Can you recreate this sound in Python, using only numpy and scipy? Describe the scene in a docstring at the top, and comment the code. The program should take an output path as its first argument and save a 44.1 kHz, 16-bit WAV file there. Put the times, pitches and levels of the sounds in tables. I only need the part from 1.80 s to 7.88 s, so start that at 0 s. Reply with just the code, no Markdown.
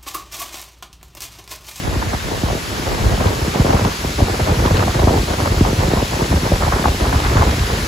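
"""Strong gusts buffet a hand-held two-port microphone and thrash tall trees beside a house.
Trains of pressure jolts from four eddy sizes make the rumble and flutter; puffs of roar are denser jolts.
Blows of air thud, small eddies pop in short flicks, rough noise crackles, and leaves are a smooth shaped hiss.
The recorder's low cut smears each blow into a falling thump, and the bass soon narrows to mono."""
import sys
import numpy as np
from scipy import signal
from scipy.fft import rfft, irfft, next_fast_len
from scipy.io import wavfile
from scipy.ndimage import uniform_filter1d

SR = 44100
rng = np.random.default_rng(int(sys.argv[2]) if len(sys.argv) > 2 else 0)


def bounce(signal):
    """Save signal as a 16-bit WAV file at the path given by the first command-line argument."""
    frames = np.transpose(np.atleast_2d(signal))
    limited = np.clip(frames, -1, 1)
    pcm = np.round(limited * 32767).astype(np.int16)
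    wavfile.write(sys.argv[1], SR, pcm)


N = 268083

# Slow swell of the leaf hiss. Each row: time in seconds, level in dB.
LEAF_SWELL = [(0, -28), (.3, -27), (1., -25.5), (2.3, -24.5), (5.5, -24), (6.08, -23)]
# Extra body in the middle of the hiss. Each row: time in seconds, gain in dB.
LEAF_BODY = [(0, 3.5), (4.4, 0.83), (5., 2.7), (6.08, 3.2)]
LEAF_BODY_HZ, LEAF_BODY_OCTAVES = 1580, 0.57
# Tone colour of the leaves. Each row: frequency in Hz, relative density in dB per Hz.
LEAF_SPECTRUM = [(30, -30), (80, 9.5), (300, 3.5), (600, -3), (1200, -2), (2200, -3.5), (3000, -4.5),
                 (5200, -6), (6200, -8.5), (9000, -13), (12000, -14.5), (14300, -20.5), (15700, -24.5)]

# How alike the two ports sound. Each row: frequency in Hz, likeness from 0 to 1.
PORT_LIKENESS = [(60, .82), (200, .65), (430, .6), (600, .5), (1000, .35), (1900, .03), (2400, .33),
                 (4200, .68), (5350, .28), (6900, .88), (8000, .94), (16000, .94)]
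# Phase between the ports. Each row: frequency in Hz, lead of the right port's shared part in radians.
PORT_LEAD = [(0, 0.0), (250, 0.03), (700, 1.35), (1000, 1.15), (1450, 3.0), (2100, 6.23), (3000, 5.61),
             (4000, 6.06), (5000, 6.04), (5650, 6.59), (6400, 5.98), (7200, 6.47), (8900, 9.42),
             (11200, 12.57), (13300, 15.71), (15200, 18.85), (16000, 18.85)]
# Balance of the ports. Each row: frequency in Hz, left-over-right tilt in dB.
PORT_TILT = [(60, 0.0), (110, 0.0), (200, 0.0), (380, 0.0), (700, -0.5), (1290, -0.5), (2380, 0.5),
             (4400, 3.0), (8120, 1.0), (15000, 0.0)]

# Bright crackles. Each row: start in seconds, noise level before the envelope in dB.
CRACKLES = [(1.469, -20), (1.751, -21), (1.889, -21), (1.929, -21), (2.05, -18), (2.861, -18), (2.919, -22),
            (2.969, -14.5), (2.976, -19), (3.102, -20), (3.197, -19), (3.24, -19), (3.608, -21),
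            (3.86, -23), (3.991, -20), (4.013, -19), (5.082, -21), (5.207, -22), (5.399, -21), (5.441, -18),
            (5.466, -19), (5.711, -18), (5.794, -20), (5.824, -20), (5.868, -18)]
CRACKLE_RISE_S, CRACKLE_FADE_S = 0.0008, 0.0035

# Sharp pops of small eddies. Each row: start in seconds, level in dB, left-port pitch in Hz.
POPS = [(0.218, -17.5, 656), (0.33, -19, 670), (0.634, -16, 650), (1.751, -18, 620), (1.855, -10, 680),
        (1.904, -3, 704), (1.966, -16, 620), (2.049, -6, 1080), (2.404, -8, 670), (2.839, -11, 680),
        (2.86, -6.5, 1110), (2.969, -13, 1100), (3.198, -9, 650), (3.273, -3, 680), (4.197, -14, 720),
        (4.409, -9, 820), (4.526, -13, 755), (4.72, -4.5, 615), (4.823, -6.5, 1190), (4.879, -6.5, 716),
        (4.923, -9, 1000), (5.057, -1.5, 840), (5.207, -10, 550), (5.242, -12, 670), (5.328, -11, 760),
        (5.563, -13, 960), (5.629, -4, 920)]

# Single blows of air. 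Each row: cue in seconds, push level in dB, half width in milliseconds.
THUMPS = [(0.052, -19, 0.88), (0.161, -6, 1), (0.335, -6.5, 1.1), (0.632, -0.5, 1), (0.7, -8.5, 1.7),
          (0.749, -5.5, 0.62), (0.994, -7, .8), (1.248, 2, 3.2), (1.328, -2.5, 2.5), (1.376, -6.5, 1.8),
          (1.454, -0.5, 1.4), (1.612, -6, 2.4), (1.676, -3, 0.91), (1.753, -3, 0.78), (1.794, 5.5, 1.44),
          (1.845, 0, 0.53), (1.894, -2, 0.71), (1.938, 2.5, 1.7), (2.014, -8, 0.94), (2.053, -0.5, 1.3),
          (2.245, -4.5, 0.82), (2.407, 3, 4.3), (2.418, 1, 0.69), (2.593, -12, 1.5), (2.709, -4, 1.7),
          (2.798, -8.5, 0.88), (2.855, 2.5, 0.69), (2.921, -6, 2.9), (2.975, -4, 1.6), (3.004, -4.5, 2.1),
          (3.058, -4, 1.2), (3.151, -8, 0.46), (3.193, -2.5, 1.1), (3.232, 0, 0.71), (3.27, 2.5, 0.71),
          (3.306, 1, 0.59), (3.336, -1, 0.62), (3.429, -6, 0.86), (3.623, -5, 2.6), (3.713, -5.5, 1.1),
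          (3.759, -1, 3.1), (3.807, 7, 0.97), (3.885, -4.5, 1.4), (3.927, -0.5, 0.71), (3.986, -7, 2.8),
          (4.038, -1.5, 3.3), (4.077, -2, 0.94), (4.133, 2.5, 0.5), (4.164, -2, 1.6), (4.224, 0, 0.58),
          (4.416, -2, 0.74), (4.507, -3.5, 1.1), (4.536, 0, 0.88), (4.629, -5, 0.95), (4.715, 0, 0.7),
          (4.72, -5, 2.1), (4.882, -9, 2.4), (4.958, -10, .9), (4.993, -7, 1.1), (5.053, -3, 0.87),
          (5.079, -2, 0.43), (5.082, -3, 2.3), (5.117, -8, 0.7), (5.144, -8, 0.55), (5.206, -7, 0.52),
          (5.209, -2, 2.4), (5.332, -3.5, 3), (5.439, -3, 2.6), (5.491, -5, 2.8), (5.551, 1.5, 1.75),
          (5.654, -6, 3.2), (5.73, -10, .8), (5.796, -3, 2.1), (5.92, -5, 2.1)]
REBOUND = 0.16  # halved when applied

# Puffs of dense roar. Each row: start in seconds, length in seconds, level in dB, centre in Hz.
ROARS = [(0.053, 0.029, -26, 650), (0.101, .02, -32, 450), (0.138, .012, -35, 800),
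         (0.215, 0.018, -24, 1000), (0.291, 0.014, -25.5, 500), (0.322, 0.029, -22.5, 796),
         (0.512, 0.046, -26, 490), (0.64, 0.074, -25.5, 630), (0.728, 0.063, -28, 497),
         (1.085, 0.051, -27, 700), (1.17, 0.043, -29, 600), (1.311, 0.039, -25, 600),
         (1.372, 0.013, -22, 600), (1.408, 0.039, -27, 800), (1.466, 0.027, -25, 800),
         (1.745, 0.014, -21, 700), (1.844, 0.018, -20, 654), (1.892, 0.041, -18, 800),
         (1.926, 0.028, -17, 550), (1.96, 0.041, -24.5, 1100), (2.041, 0.035, -28, 950),
         (2.11, 0.0099, -23, 800), (2.239, 0.015, -23, 654), (2.399, 0.035, -31, 750),
         (2.469, 0.038, -25, 550), (2.592, .012, -20.5, 600), (2.668, 0.059, -26, 800),
         (2.781, 0.021, -28, 900), (2.838, 0.045, -21, 910), (2.943, 0.053, -25, 1480),
         (3.004, 0.033, -21, 900), (3.079, 0.034, -29, 1000), (3.15, 0.028, -25, 450),
         (3.193, 0.064, -22, 715), (3.27, 0.026, -19, 800), (3.301, 0.077, -20, 520),
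         (3.501, 0.036, -30, 450), (3.601, .025, -26, 1200), (3.646, 0.038, -23, 890),
         (3.716, 0.027, -29, 450), (3.832, 0.07, -23.5, 790), (3.977, 0.058, -28, 900),
         (4.032, .012, -24, 700), (4.119, 0.07, -22.5, 735), (4.403, 0.022, -24.5, 800),
         (4.425, 0.045, -22, 330), (4.525, 0.04, -25, 690), (4.651, 0.026, -25, 790),
         (4.814, 0.077, -24, 1010), (4.914, 0.083, -23.5, 1060), (5.039, 0.054, -20.5, 804),
         (5.202, 0.015, -24, 500), (5.238, 0.059, -27, 980), (5.325, 0.052, -21, 920),
         (5.398, 0.014, -22, 800), (5.43, 0.12, -25, 1210), (5.499, 0.043, -25, 400),
         (5.549, 0.1, -21, 1020), (5.6, 0.052, -29, 420), (5.668, 0.044, -26, 1010),
         (5.903, 0.014, -24, 700), (5.975, .012, -27, 450)]
ROAR_OCTAVES, ROAR_EDGE_S, ROAR_CHURN_DB = 0.84, 0.002, 5
ROAR_GRAIN = 1.9  # only jolts above this many times the usual size are heard

# Gusts at the ports. 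Each row: start in seconds, length in seconds, strength in dB,
# brightness in dB (what small eddies gain over large ones).
GUSTS = [(0.052, 0.12, -25.5, -2.5), (0.202, 0.14, -29, -3), (0.45, 0.13, -29.5, 0), (0.628, 0.11, -29, -1),
         (0.915, 0.12, -30.5, 2), (1.059, 0.12, -25, 0), (1.218, 0.12, -22, -3), (1.409, 0.11, -20, -1),
         (1.572, 0.12, -25.5, 0), (1.757, 0.052, -22.5, 4), (1.868, 0.12, -21, 0.5),
         (2.012, 0.074, -21.5, -2), (2.214, 0.099, -29, -4), (2.4, 0.026, -17, -4.5),
         (2.474, 0.079, -24, -0.5), (2.6, 0.02, -21, -6), (2.668, 0.067, -19, -1.5), (2.792, 0.12, -21, -3),
         (2.918, 0.17, -20.5, -2.5), (3.15, 0.25, -20.5, -2.5), (3.491, 0.041, -21.5, 1),
         (3.589, 0.1, -23, -1), (3.714, 0.21, -22.5, -2), (3.977, 0.11, -21.5, -2.5),
         (4.118, 0.11, -22.5, 0.5), (4.328, 0.12, -24, 1), (4.516, 0.06, -20, -3.5),
         (4.64, 0.03, -21, -0.5), (4.723, 0.032, -20.5, -3), (4.813, 0.16, -21, -3),
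         (4.98, 0.14, -24, -3.5), (5.206, 0.091, -23, -1.5), (5.317, 0.063, -21.5, -3),
         (5.42, 0.1, -24, -2), (5.547, 0.14, -19.5, -3.5), (5.718, 0.03, -24, -2.5),
         (5.785, 0.064, -24.5, -5), (5.885, 0.057, -24, -1.5), (5.97, 0.025, -26, -4), (6.03, .05, -29, -4)]
RISE_DB_PER_S, FALL_DB_PER_S = 507, 356
LULL_DB, LULL_BRIGHT_DB = -37.5, -4

# Eddy sizes. Each row: low edge in Hz, high edge in Hz, jolts per second, jolt size spread in dB,
# level in dB, share of the gust's brightness, head start in seconds, span of chance in seconds.
EDDIES = [(38, 103.7, 110, 3., 1.5, -1, 0.018, 0.12), (110, 515, 400, 3., 0, 0.35, 0.0019, 0.046),
          (438, 1100, 1500, 3., -4, 0.81, 0.0014, 0.069), (1270, 2040, 2100, -0.5, -16, 1, 0.001, 0.066)]
CLUMP_DB = 3.5

# The bass fades to mono below a moving corner. Each row: time in seconds, corner in Hz.
MONO_BELOW = [(0, 25), (1.25, 29.4), (1.45, 167), (2.1, 342), (4, 382), (6.1, 513)]
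CEILING, EDGE_HZ = 0.93, 15750  # full scale is 1; top of the band


def gain_of(db):
    """Turn dB into an amplitude factor."""
    return 10 ** (np.asarray(db) / 20)


def evened(x):
    """Bring each row to an RMS of one."""
    return x / np.sqrt(np.mean(x ** 2, axis=-1, keepdims=True) + 1e-20)


def smoothed(x, first, second, axis=-1):
    """Two running averages, with lengths in samples."""
    return uniform_filter1d(uniform_filter1d(x, size=first, axis=axis), size=second, axis=axis)


def read(points, at):
    """Straight lines between table rows."""
    return np.interp(at, *np.transpose(points))


def read_log(points, hz):
    """Straight lines on a log-frequency axis."""
    f, value = np.transpose(points)
    return np.interp(np.log(hz + 1), np.log(f + 1), value)


def octave_bell(hz, centre_hz, octaves):
    """A bell around a centre, falling to 1/e at the given octaves either side."""
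    return np.exp(-(np.log2((hz + 1) / centre_hz) / octaves) ** 2)


def add(mix, s, sound):
    """Lay a short stereo sound into the mix at s seconds."""
    start = round(s * SR)
    mix[:, start:start + sound.shape[1]] += sound[:, :N - start]


def ports(pair):
    """Two unrelated sounds become left and right: partly alike, turned in phase and tilted."""
    size = next_fast_len(N + SR)
    hz = np.fft.rfftfreq(size, 1 / SR)
    shared, other = rfft(pair, size)
    same = np.clip(read_log(PORT_LIKENESS, hz), 0, 1)
    tilt = gain_of(read_log(PORT_TILT, hz) / 2)
    turned = shared * np.exp(1j * read(PORT_LEAD, hz))
    right = (same * turned + np.sqrt(1 - same ** 2) * other) / tilt
    return irfft([shared * tilt, right], size)[:, :N]


def leaves():
    """Countless leaves merge into a patchy, swelling hiss whose middle thins, then fills out again late."""
    frames, hz = N // 256 + 5, np.fft.rfftfreq(1024, 1 / SR)
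    re, im, patches = rng.standard_normal((3, 2, 513, frames))
    # faint patches spread over neighbouring frequencies and moments
    patches = uniform_filter1d(patches[0], size=12, axis=0)
    patches = evened(uniform_filter1d(patches, size=14, axis=1))
    flicker = evened(uniform_filter1d(rng.standard_normal(frames), size=4))
    body_db = read(LEAF_BODY, np.arange(frames) * 256 / SR)
    body = np.outer(octave_bell(hz, LEAF_BODY_HZ, LEAF_BODY_OCTAVES), body_db)
    colour_db = read_log(LEAF_SPECTRUM, hz)[:, None] + body + 0.82 * patches + 0.21 * flicker
    spectrum = (re + 1j * im) * gain_of(colour_db)
    hiss = signal.istft(spectrum, nperseg=1024, noverlap=768)[1][:, :N]
    return evened(hiss) * gain_of(read(LEAF_SWELL, np.arange(N) / SR))


def crackles():
    """A crackle is a few milliseconds of bright rough noise."""
    out, t = np.zeros((2, N)), np.arange(1200) / SR
    band = signal.butter(4, [900, 4700], "bandpass", fs=SR, output="sos")
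    shape = np.exp(-t / CRACKLE_FADE_S) * (1 - np.exp(-t / CRACKLE_RISE_S))
    for (s, db), noise in zip(CRACKLES, rng.standard_normal((len(CRACKLES), 2, 1200))):
        leaked = noise + 0.23 * noise[::-1]  # each port shares a little of the other
        rough = evened(signal.sosfilt(band, leaked))
        add(out, s, gain_of(db) * rough * shape)
    return out


def pops():
    """A pop is a flick of two cycles or so, with its own pitch and phase at each port."""
    out, t = np.zeros((2, N)), np.arange(400) / SR
    for (s, db, hz), (turn, skew, detune) in zip(POPS, rng.random((len(POPS), 3))):
        pitch = hz * np.array([[1], [0.816 + 0.34 * detune]])
        phase = turn + np.array([[0], [0.42 * skew]])  # in cycles
        shape = (t * hz / 1.12 * np.exp(1 - t * hz / 1.065)) ** 1.8
        add(out, s, gain_of(db) * shape * np.sin(2 * np.pi * (pitch * t + phase)))
    return out


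def thumps():
    """A blow is one smooth push of air with a wider rebound; it reaches one port just before the other."""
    out, t = np.zeros((2, N)), np.arange(-800, 800) / SR
    for (s, db, ms), first in zip(THUMPS, rng.choice([-1, 1], len(THUMPS))):
        offset = first * 0.0001 * np.array([[1], [-1]])  # seconds, opposite at the two ports
        arrival = (t + offset) * 1e3 / ms
        push = np.exp(-arrival ** 2) - REBOUND / 2 * np.exp(-(arrival / 2) ** 2)
        add(out, s - 0.0155, gain_of(db) * push)  # the push centres about 2.6 ms after its cue
    return out


def roars():
    """A puff is a dense patter of jolts around its centre that starts and stops quickly and churns as it goes."""
    out = np.zeros((2, N))
    t, hz = np.arange(8192) / SR, np.fft.rfftfreq(8192, 1 / SR)
    for (s, length, db, centre_hz), noise in zip(ROARS, rng.standard_normal((len(ROARS), 3, 8192))):
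        jolts = noise[:2] * (abs(noise[:2]) > ROAR_GRAIN)
        patter = irfft(rfft(jolts) * octave_bell(hz, centre_hz, ROAR_OCTAVES))
        churn = evened(smoothed(noise[2], 200, 120))
        shape = np.clip(np.minimum(t, length + ROAR_EDGE_S - t) / ROAR_EDGE_S, 0, 1)
        add(out, s, evened(patter * gain_of(ROAR_CHURN_DB * churn)) * shape * gain_of(db))
    return ports(out)


def gusts(t, share):
    """A gust rises fast, holds and falls away; the powers of gusts add up over the lull."""
    power = np.full(len(t), gain_of(LULL_DB + share * LULL_BRIGHT_DB) ** 2)
    for start, length, db, bright_db in GUSTS:
        early = np.clip(start - t, 0, None)
        late = np.clip(t - start - length, 0, None)
        level_db = db + share * bright_db - RISE_DB_PER_S * early - FALL_DB_PER_S * late
        power = power + gain_of(level_db) ** 2
    return np.sqrt(power)


def buffeting():
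    """Each eddy size is a train of uneven pressure jolts that comes in clumps under the gusts."""
    t, out = np.arange(N) / SR, np.zeros((2, N))
    clumps = evened(signal.lfilter([1], [1, -2 * .993, .993 ** 2], rng.standard_normal(N)))
    for lo_hz, hi_hz, per_s, spread_db, level_db, share, early, span in EDDIES:
        when, size, sign = rng.random((3, 2, N))
        sizes = gain_of(-spread_db * np.log(size + 0.0022))
        jolts = (when < per_s / SR) * sizes * np.sign(sign - .5)
        band = signal.butter(2, [lo_hz, hi_hz], "bandpass", fs=SR, output="sos")
        eddies = evened(signal.sosfilt(band, jolts * gain_of(CLUMP_DB * clumps)))
        # beyond its span the strength follows the gust, not chance
        power = smoothed(eddies ** 2, int(span * SR), int(span * SR / 2))
        levelled = evened(eddies / (abs(power) + 0.057) ** 0.72)
        coarse = np.arange(0, N / SR, .002)
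        strength = np.interp(t, coarse, gusts(coarse + early, share))
        out += levelled * strength * gain_of(level_db)
    return ports(out)


def scene():
    """Wind at the microphone over the hiss of the leaves."""
    return ports(leaves()) + crackles() + pops() + thumps() + roars() + buffeting()


def record(dry, cut_hz=41.5, smear_hz=74.7, stages=8.05):
    """The low cut delays the bass behind the treble; the bass loses its width; peaks are rounded off; band limit."""
    hz = np.fft.rfftfreq(N, 1 / SR)
    smear = np.exp(-2j * stages * np.arctan(hz / smear_hz))
    low_cut = smear * hz ** 4 / np.hypot(hz ** 4, cut_hz ** 4)
    left, right = irfft(rfft(dry, N) * low_cut, N)[:, :N]
    mid = (left + right) / 2
    # take the width out of the bass
    hz, t, width = signal.stft((left - right) / 2, SR, nperseg=2048, noverlap=1536)
    width = width / np.sqrt(1 + (read(MONO_BELOW, t) / (hz[:, None] + 1)) ** 30)
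    side = signal.istft(width, SR, nperseg=2048, noverlap=1536)[1][:N]
    pair = np.array([mid + side, mid - side])
    # the louder port sets the rounding of both
    pair = pair / (1 + (abs(pair).max(axis=0) / CEILING) ** 6) ** (1 / 6)
    edge = signal.firwin(511, EDGE_HZ, window=("kaiser", 9), fs=SR)
    return signal.oaconvolve(pair, edge[None], "same")


dry = scene()
out = record(dry)
bounce(out)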